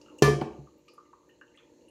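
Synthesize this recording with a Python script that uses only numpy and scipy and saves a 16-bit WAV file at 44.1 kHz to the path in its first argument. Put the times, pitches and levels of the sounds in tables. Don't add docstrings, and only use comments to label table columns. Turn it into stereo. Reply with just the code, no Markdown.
import sys
import numpy as np
from scipy import signal
from scipy.fft import rfft, irfft, next_fast_len
from scipy.io import wavfile
from scipy.ndimage import uniform_filter1d, map_coordinates

SR = 44100
rng = np.random.default_rng(int(sys.argv[2]) if len(sys.argv) > 2 else 0)


def dump(signal):
    limited = np.clip(np.atleast_2d(signal).T, -1, 1)
    pcm = np.round(limited * 32767).astype(np.int16)
    wavfile.write(sys.argv[1], SR, pcm)


def voltage_ratio(level):
    return 10 ** (np.asarray(level, float) / 20)


N = 83790


def unit(x):
    return x / np.sqrt(np.mean(x ** 2) + 1e-20)


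def along(points, hz):
    f, value = np.transpose(points)
    return np.interp(np.log(hz + 1), np.log(f + 1), value)


def wobble(rate):
    return map_coordinates(rng.standard_normal(200), [np.arange(N) * rate / SR])


def filtered(x, response):
    m = next_fast_len(N + SR // 2)
    return irfft(rfft(x, m) * response(np.fft.rfftfreq(m, 1 / SR)), m)[..., :N]


def dying(s, t60, attack=0.00089):
    t = np.maximum(np.arange(N) / SR - s, 0)
    return voltage_ratio(-60 * t / t60) * (1 - np.exp(-t / attack))


def panned(x, db):
    return x * voltage_ratio(np.array([[db / 2], [-db / 2]]))


# frequency in Hz, left-right correlation from 0 to 1.
ALIKE = [(60, 0.87), (240, 0.77), (950, 0.63), (3770, 0.03), (15000, 0.01)]


def rush(spectrum, patchy_db=0):
    z = signal.stft(rng.standard_normal((2, N)), nperseg=512)[2]
    field = uniform_filter1d(rng.standard_normal(z.shape[1:]), size=5, axis=0)
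    field = uniform_filter1d(field, size=12, axis=1)
    pair = signal.istft(z * voltage_ratio(patchy_db * unit(field)), nperseg=512)[1][:, :N]

    def mid_side(hz):
        angle = np.arccos(np.clip(along(ALIKE, hz), -1, 1)) / 2
        return voltage_ratio(along(spectrum, hz)) * [np.cos(angle), np.sin(angle)]

    mid, side = filtered(pair, mid_side)
    return unit(np.array([mid + side, mid - side]))


# frequency in Hz, t60 in s.
KITCHEN = [(100, 0.77), (400, 0.55), (2000, 0.36), (8000, 0.39), (15000, 0.12)]


def room(x):
    hz, t, z = signal.stft(rush([(20, 0)])[:, :SR * 3 // 4], SR, nperseg=256)
    tail = signal.istft(z * voltage_ratio(-60 * t / along(KITCHEN, hz)[:, None]), SR, nperseg=256)[1]
    late = np.pad(x, (130, 0))
    return signal.fftconvolve(late[None], tail / np.linalg.norm(tail[0]), axes=1)[:, :N]


INWARD_HZ = 350
DAMPED_DB_PER_S = 373.5


def ringing(s, free, modes, attack=0.00018):
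    t = np.arange(N) / SR - s
    ring = np.zeros(N)
    for hz, db, t60 in modes:
        sign = -1 if hz > INWARD_HZ else 1
        ring += sign * voltage_ratio(db) * dying(s, t60, attack) * np.sin(2 * np.pi * hz * t)
    return ring * voltage_ratio(-DAMPED_DB_PER_S * np.maximum(t - free, 0))


# frequency in Hz, level in dB.
HUM = [(59, -83), (236, -80), (300, -70.5), (355, -69.5), (473.7, -74), (592, -78), (889, -83)]
HUM_WOBBLE_DB = 1


def fridge():
    t = np.arange(N) / SR
    return sum(voltage_ratio(db + 4.5 + HUM_WOBBLE_DB * wobble(7.28)) * np.sin(2 * np.pi * hz * t + 1.1 * wobble(7.2))
               for hz, db in HUM)


# time in seconds, level in dB.
AIR_LEVEL = [(0, -53.5), (.2, -53), (.6, -55.5), (.78, -61), (1.202, -61), (1.55, -61), (1.821, -55.5),
             (1.9, -58)]
# frequency in Hz, density in dB per Hz.
AIR_LOW = [(100, -58.5), (170, -26.5), (299, -5.5), (438, -13), (459, -8), (536, -10), (730, -30),
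           (909, -18.5), (1500, -51), (1950, -84.5), (3300, -120)]
AIR_HIGH = [(1000, -17.5), (1600, -4), (2750, -5), (3500, -9), (4200, 1), (5000, -10.5), (6600, 2),
            (7600, -3.5)]
RUMBLE = [(15, -59.5), (25, -43.5), (48, -3.5), (113, -4), (145, -0.5), (190, -2.5), (250, -31),
          (420, -120)]
# frequency in Hz, gain in dB.
AIR_TOP = [(7400, 4.5), (8100, -8), (12000, -8.5), (15900, -15.5)]
AIR_WOBBLE_DB, AIR_PAN_DB = 1.6, -2.5
HISS_DB, HISS_WOBBLE_DB, HISS_PATCHY_DB, HISS_PAN_DB = -72, .5, .9, -5
RUMBLE_DB, RUMBLE_FOLLOWS = -72.5, 0.68


def kitchen_air():
    s, db = np.transpose(AIR_LEVEL)
    swell = np.interp(np.arange(N) / SR, s, db) - db.mean()
    low = voltage_ratio(db.mean() - 3.5 + AIR_WOBBLE_DB * wobble(14)) * rush(AIR_LOW, patchy_db=2.0)
    high = voltage_ratio(HISS_DB + HISS_WOBBLE_DB * wobble(12)) * rush(AIR_HIGH, patchy_db=HISS_PATCHY_DB)
    high = filtered(high, lambda hz: voltage_ratio(along(AIR_TOP, hz)))
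    air = voltage_ratio(swell) * panned(low + fridge(), AIR_PAN_DB)
    air += voltage_ratio(0.5 * swell) * panned(high, HISS_PAN_DB)
    return air + voltage_ratio(RUMBLE_DB + RUMBLE_FOLLOWS * swell) * rush(RUMBLE)


# start in seconds, level in dB, centre in Hz, half width in octaves, t60 in s.
SPITS = [(.013, -56, 4660, 1.2, .08), (.183, -52, 5980, 0.99, .08), (.183, -66.5, 13000, .6, .1),
         (.779, -75, 13560, .3, .12), (0.856, -75.5, 12070, .4, .06), (0.882, -55.5, 3970, 1.5, .04),
         (.885, -63, 4520, 0.68, 0.33), (.935, -64, 9380, .9, .06), (1.287, -74.5, 12840, 0.33, 0.07),
         (1.295, -68, 2700, 0.44, 0.21), (1.561, -71, 7900, 0.65, 0.068), (1.411, -67, 6100, 0.89, 0.022),
         (1.578, -62, 2120, 1.1, .3), (1.885, -65, 8540, 0.69, 0.082)]
SPIT_EDGE_DB = -20


def spits():
    out = np.zeros((2, N))
    for s, db, hz, wide, t60 in SPITS:
        band = [(hz * 2 ** (k * wide), SPIT_EDGE_DB * k * k) for k in (-2, -1.5, 0.19, 1.4, 2)]
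        out += voltage_ratio(db) * dying(s, t60, 0.00062) * rush(band)
    return out


# width in Hz, level in dB.
SINK_HZ = [880, 1060, 1185, 1620, 1810, 2050, 2400, 2800, 3330]
SINK = [(60, 3.5), (50.4, 11), (60, 9.5), (60, 4.5), (39.8, 4.5), (40, 7.5), (79.4, 5), (120, 17),
        (60, 3.5)]


def bowl(hz):
    response = 1
    for k, (centre, (width, db)) in enumerate(zip(SINK_HZ, SINK)):
        loss = 1j * hz * width
        response = response + (-1) ** k * voltage_ratio(db) * loss / (centre * centre - hz * hz + loss)
    return response


# start in seconds, peak in dB, bubble in Hz, left-right in dB.
DRIPS = [(0.013, -54, 2655, -1), (0.059, -57.5, 2790, -7), (0.082, -61, 2720, -16),
         (0.098, -55.5, 2750, -7), (0.114, -50.5, 970, 6), (0.186, -47.5, 2620, -6.5),
         (0.553, -50, 1120, 8), (0.671, -48, 1181, 11.5), (0.788, -71, 2714, 2.5), (0.88, -47.5, 2382, -6),
         (0.979, -40.5, 1091, 5.5), (1.007, -49, 1214, -3), (1.047, -86, 1136, 2), (1.131, -42, 1132, -0.5),
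         (1.23, -58.5, 1174, 6), (1.291, -52.5, 1720, -11), (1.413, -36.5, 1550, 8.5),
         (1.478, -56, 2870, -4.5), (1.544, -47.5, 2000, -0.5), (1.574, -44.5, 3220, -11),
         (1.601, -50.5, 1390, 1), (1.629, -55.5, 3236, -0.5), (1.808, -68.5, 2790, -19),
         (1.882, -57, 2820, -4)]
# start in seconds, peak in dB, bubble in Hz.
TWINS = [(0.011, -54.5, 1250), (0.014, -50, 4550), (0.06, -50, 1310), (0.083, -46, 1310),
         (0.88, -52.5, 1187), (0.883, -55, 2870), (0.935, -55, 1200), (.98, -49, 1280), (1.052, -58, 2000),
         (1.052, -70, 2800), (1.131, -41, 1026), (1.296, -61.5, 2770), (1.411, -56, 2760),
         (1.412, -55.5, 1166), (1.576, -55.5, 1230), (0.531, -57, 2900), (1.616, -62, 2240),
         (1.839, -68, 2800), (.857, -72.5, 2340), (0.099, -55, 1253), (1.586, -51, 3350),
         (1.556, -61, 2500), (1.591, -53, 1990), (1.641, -59, 1970)]
TRICKLE_RATE, TRICKLE_DB, TRICKLE_HZ = 90, -78, 2400
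BUBBLE_S, LIFE_SLOPE, RISE, BUBBLE_ONSET = .0028, -.3, .02, .8
FLUTTER_T60, FLUTTER_DB = .12, 3
DRIP_DB, DRIP_WET_DB = -6, -7.5


def drips():
    big = list(DRIPS) + [(*row, 0) for row in TWINS]
    small = [(a * 170 / TRICKLE_RATE, TRICKLE_DB + 8 * b, TRICKLE_HZ * 2 ** (c - .5), 6 * d - 3)
             for a, b, c, d in rng.random(size=(170, 4))]
    push = np.zeros((2, 3 * N))
    t, u = np.arange(1500) / SR, np.arange(9000) / SR
    for k, (s, db, hz, pan_db) in enumerate(big + small):
        life = BUBBLE_S * (hz / 1000) ** LIFE_SLOPE
        bubble = np.sin(2 * np.pi * hz * t * (1 + RISE * t / life))
        bubble *= np.exp(-t / life) * (1 - np.exp(-t * hz / BUBBLE_ONSET))
        if k < len(big):
            walls = rng.standard_normal((2, len(u))) * voltage_ratio(-60 * u / FLUTTER_T60)
            walls *= voltage_ratio(FLUTTER_DB) / np.linalg.norm(walls[0])
            walls[:, 0] = 1
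            bubble = signal.fftconvolve(bubble[None], walls, axes=1)
        i = round(s * SR)
        push[:, i:i + bubble.shape[-1]] += panned(voltage_ratio(db + DRIP_DB) * bubble, np.clip(pan_db, -6, 6))
    dry_drips = filtered(push[:, :N], bowl)
    spray = spits()
    return dry_drips + spray + voltage_ratio(DRIP_WET_DB) * room(dry_drips.mean(0) + spray[0])


# start in seconds, thud in dB, boom in dB, crack or knock in dB, free ringing in s.
CONTACTS = [
    (0.2149, -48, -59, -63, 0.0084),
    (0.2219, -11.5, -15, -16, 0.15),
    (0.2783, -17.5, -47, -27, 0.34),
    (0.414, -33, -65, -24, 0.023),
    (0.4172, -28.5, -31.5, -29.5, 0.015),
    (0.459, -41, -69, -41, 0.078),
]
THUD_ATTACK_S = .0012
# level in dB, t60 in s.
COUNTER_HZ = [68, 200, 303, 360, 414, 538, 558, 612, 706]
COUNTER = [(-20, 0.38), (-12.5, 0.097), (-3.5, 0.08), (14, .017), (-3, 0.22), (-17.5, 0.43), (-17, .3),
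           (-17.5, .12), (-22.5, 0.37)]


def counter_thud():
    modes = [(hz, *mode) for hz, mode in zip(COUNTER_HZ, COUNTER)]
    return sum(voltage_ratio(db) * ringing(s, free, modes, THUD_ATTACK_S) for s, db, _, _, free in CONTACTS)


# frequency in Hz, level in dB, t60 in s.
BOOM = [(143, -0.5, .7)]
SETTLE_MODES = [(65, -13.5, 0.6), (142.6, 1, 0.29), (239, -12, 0.087), (320, 5.5, 0.043)]
SETTLE_S, SETTLE_DB, SETTLE_FREE_S = .586, -39, .07


def cupboard_boom():
    boom = sum(voltage_ratio(db) * ringing(s, free, BOOM, THUD_ATTACK_S) for s, _, db, _, free in CONTACTS)
    return boom + voltage_ratio(SETTLE_DB) * ringing(SETTLE_S, SETTLE_FREE_S, SETTLE_MODES, 0.0024)


# frequency in Hz, density in dB per Hz.
KNOCK = [(90, -24.5), (280, 6), (500, -8.5), (850, -0.5), (1300, -10.5), (2500, -29), (6000, -41),
         (15900, -51.5)]
KNOCK_T60, KNOCK_ATTACK_S = 0.05, 0.0036


def rocking_knock():
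    return sum(voltage_ratio(db) * dying(s, KNOCK_T60, KNOCK_ATTACK_S) for s, _, _, db, _ in CONTACTS[2:]) * rush(KNOCK)


# frequency in Hz, density in dB per Hz.
CRACK = [(300, -63.5), (600, -22), (1000, -10), (2500, -18), (6000, -14.5), (8500, -27), (12000, -28),
         (15900, -41.5)]
TICK = [(700, -31), (1500, 1), (2900, 0.5), (5000, -12), (8000, -23.5), (15900, -34.5)]
CRACK_T60, RATTLE_T60, RATTLE_DB = 0.024, 0.065, -4
TICK_S, TICK_DB, TICK_T60 = .4126, -33, .03


def crack_and_tick():
    crack = sum(voltage_ratio(db) * (dying(s, CRACK_T60) + voltage_ratio(RATTLE_DB) * dying(s, RATTLE_T60))
                for s, _, _, db, _ in CONTACTS[:2])
    return crack * rush(CRACK) + voltage_ratio(TICK_DB) * dying(TICK_S, TICK_T60, 0.00039) * rush(TICK)


CLANG_S, SWELL_S = .222, 0.009
SHIMMER_DB, SHIMMER_TILT_DB, SHIMMER_T60 = -47, -5, .24
BODY_DB, BODY_T60 = -43, 0.33


def shimmer():
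    def high():
        return [(3000 + 12000 * a, SHIMMER_TILT_DB * a * 2 + 5 * b, SHIMMER_T60 * (0.73 + c * .5))
                for a, b, c in rng.random(size=(70, 3))]

    def body():
        return [(700 + 2600 * a, 6 * b, BODY_T60 * (.5 + c)) for a, b, c in rng.random(size=(24, 3))]

    top = np.array([ringing(CLANG_S, 0.38, high(), SWELL_S) for _ in "LR"])
    return voltage_ratio(SHIMMER_DB) * top + voltage_ratio(BODY_DB) * np.array([ringing(CLANG_S, .2, body(), SWELL_S) for _ in "LR"])


# level in dB, t60 in s, left-right in dB.
POT_HZ = [938, 1028, 1186, 1441, 1741, 2056, 2347, 2701, 3098, 3584, 3871, 4635, 4893]
POT = [(-10.5, 0.28, -9), (-11.5, 0.34, -5), (-4.5, 0.65, 0.5), (-13.5, .26, 3.5), (0.5, 0.4, -5),
       (-14.5, 0.36, -7.5), (-7, 0.44, 2.5), (-17, .35, 10.5), (-7.5, 0.13, 12), (-14.5, .33, -3.5),
       (-22, .35, -5), (-19.5, 0.32, -5), (-19, .2, -7)]
CLANG_FREE_S, CLANG_DB = .115, -19.5
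SPLIT_HZ, SPLIT_DB, SPLIT_T60, SPLIT_PAN_DB = 1176, -6, .45, 0.84


def clang():
    ring = sum(panned(ringing(CLANG_S, CLANG_FREE_S, [(hz, db, t60)], SWELL_S), pan_db)
               for hz, (db, t60, pan_db) in zip(POT_HZ, POT))
    ring -= panned(ringing(CLANG_S, CLANG_FREE_S, [(SPLIT_HZ, SPLIT_DB, SPLIT_T60)], SWELL_S), SPLIT_PAN_DB)
    return voltage_ratio(CLANG_DB) * np.array([ring[0], np.roll(ring[1], shift=5)])


# frequency in Hz, left-right in dB.
HIGH_PAN = [(600, 2), (1500, 1.5), (3000, 1), (5500, -6), (8000, -1), (12000, 4.5)]
COUNTER_PAN_DB = 3
POT_WET_DB, CLANG_WET_DB, THUD_WET_DB = -3, -12, -5.5


def pot():
    wood = counter_thud() + rocking_knock()
    rasp = shimmer() + crack_and_tick()
    metal = clang()
    send = voltage_ratio(POT_WET_DB) * (rasp[0] + voltage_ratio(CLANG_WET_DB) * metal[0]) + voltage_ratio(THUD_WET_DB) * wood[0]
    bright = filtered(rasp + room(send), lambda hz: panned(0.82, along(HIGH_PAN, hz))[:, 0])
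    return metal + panned(wood + cupboard_boom(), COUNTER_PAN_DB) + bright


def scene():
    return kitchen_air() + drips() + pot()


def band_limit(x):
    return signal.sosfilt(signal.butter(12, 15990, fs=SR, output="sos"), x)


def record(dry):
    mix = filtered(dry, lambda hz: (hz < 15800) * (1j * hz / (1j * hz + 30)) ** 2)
    return band_limit(mix)


dry = scene()
out = record(dry)
dump(out)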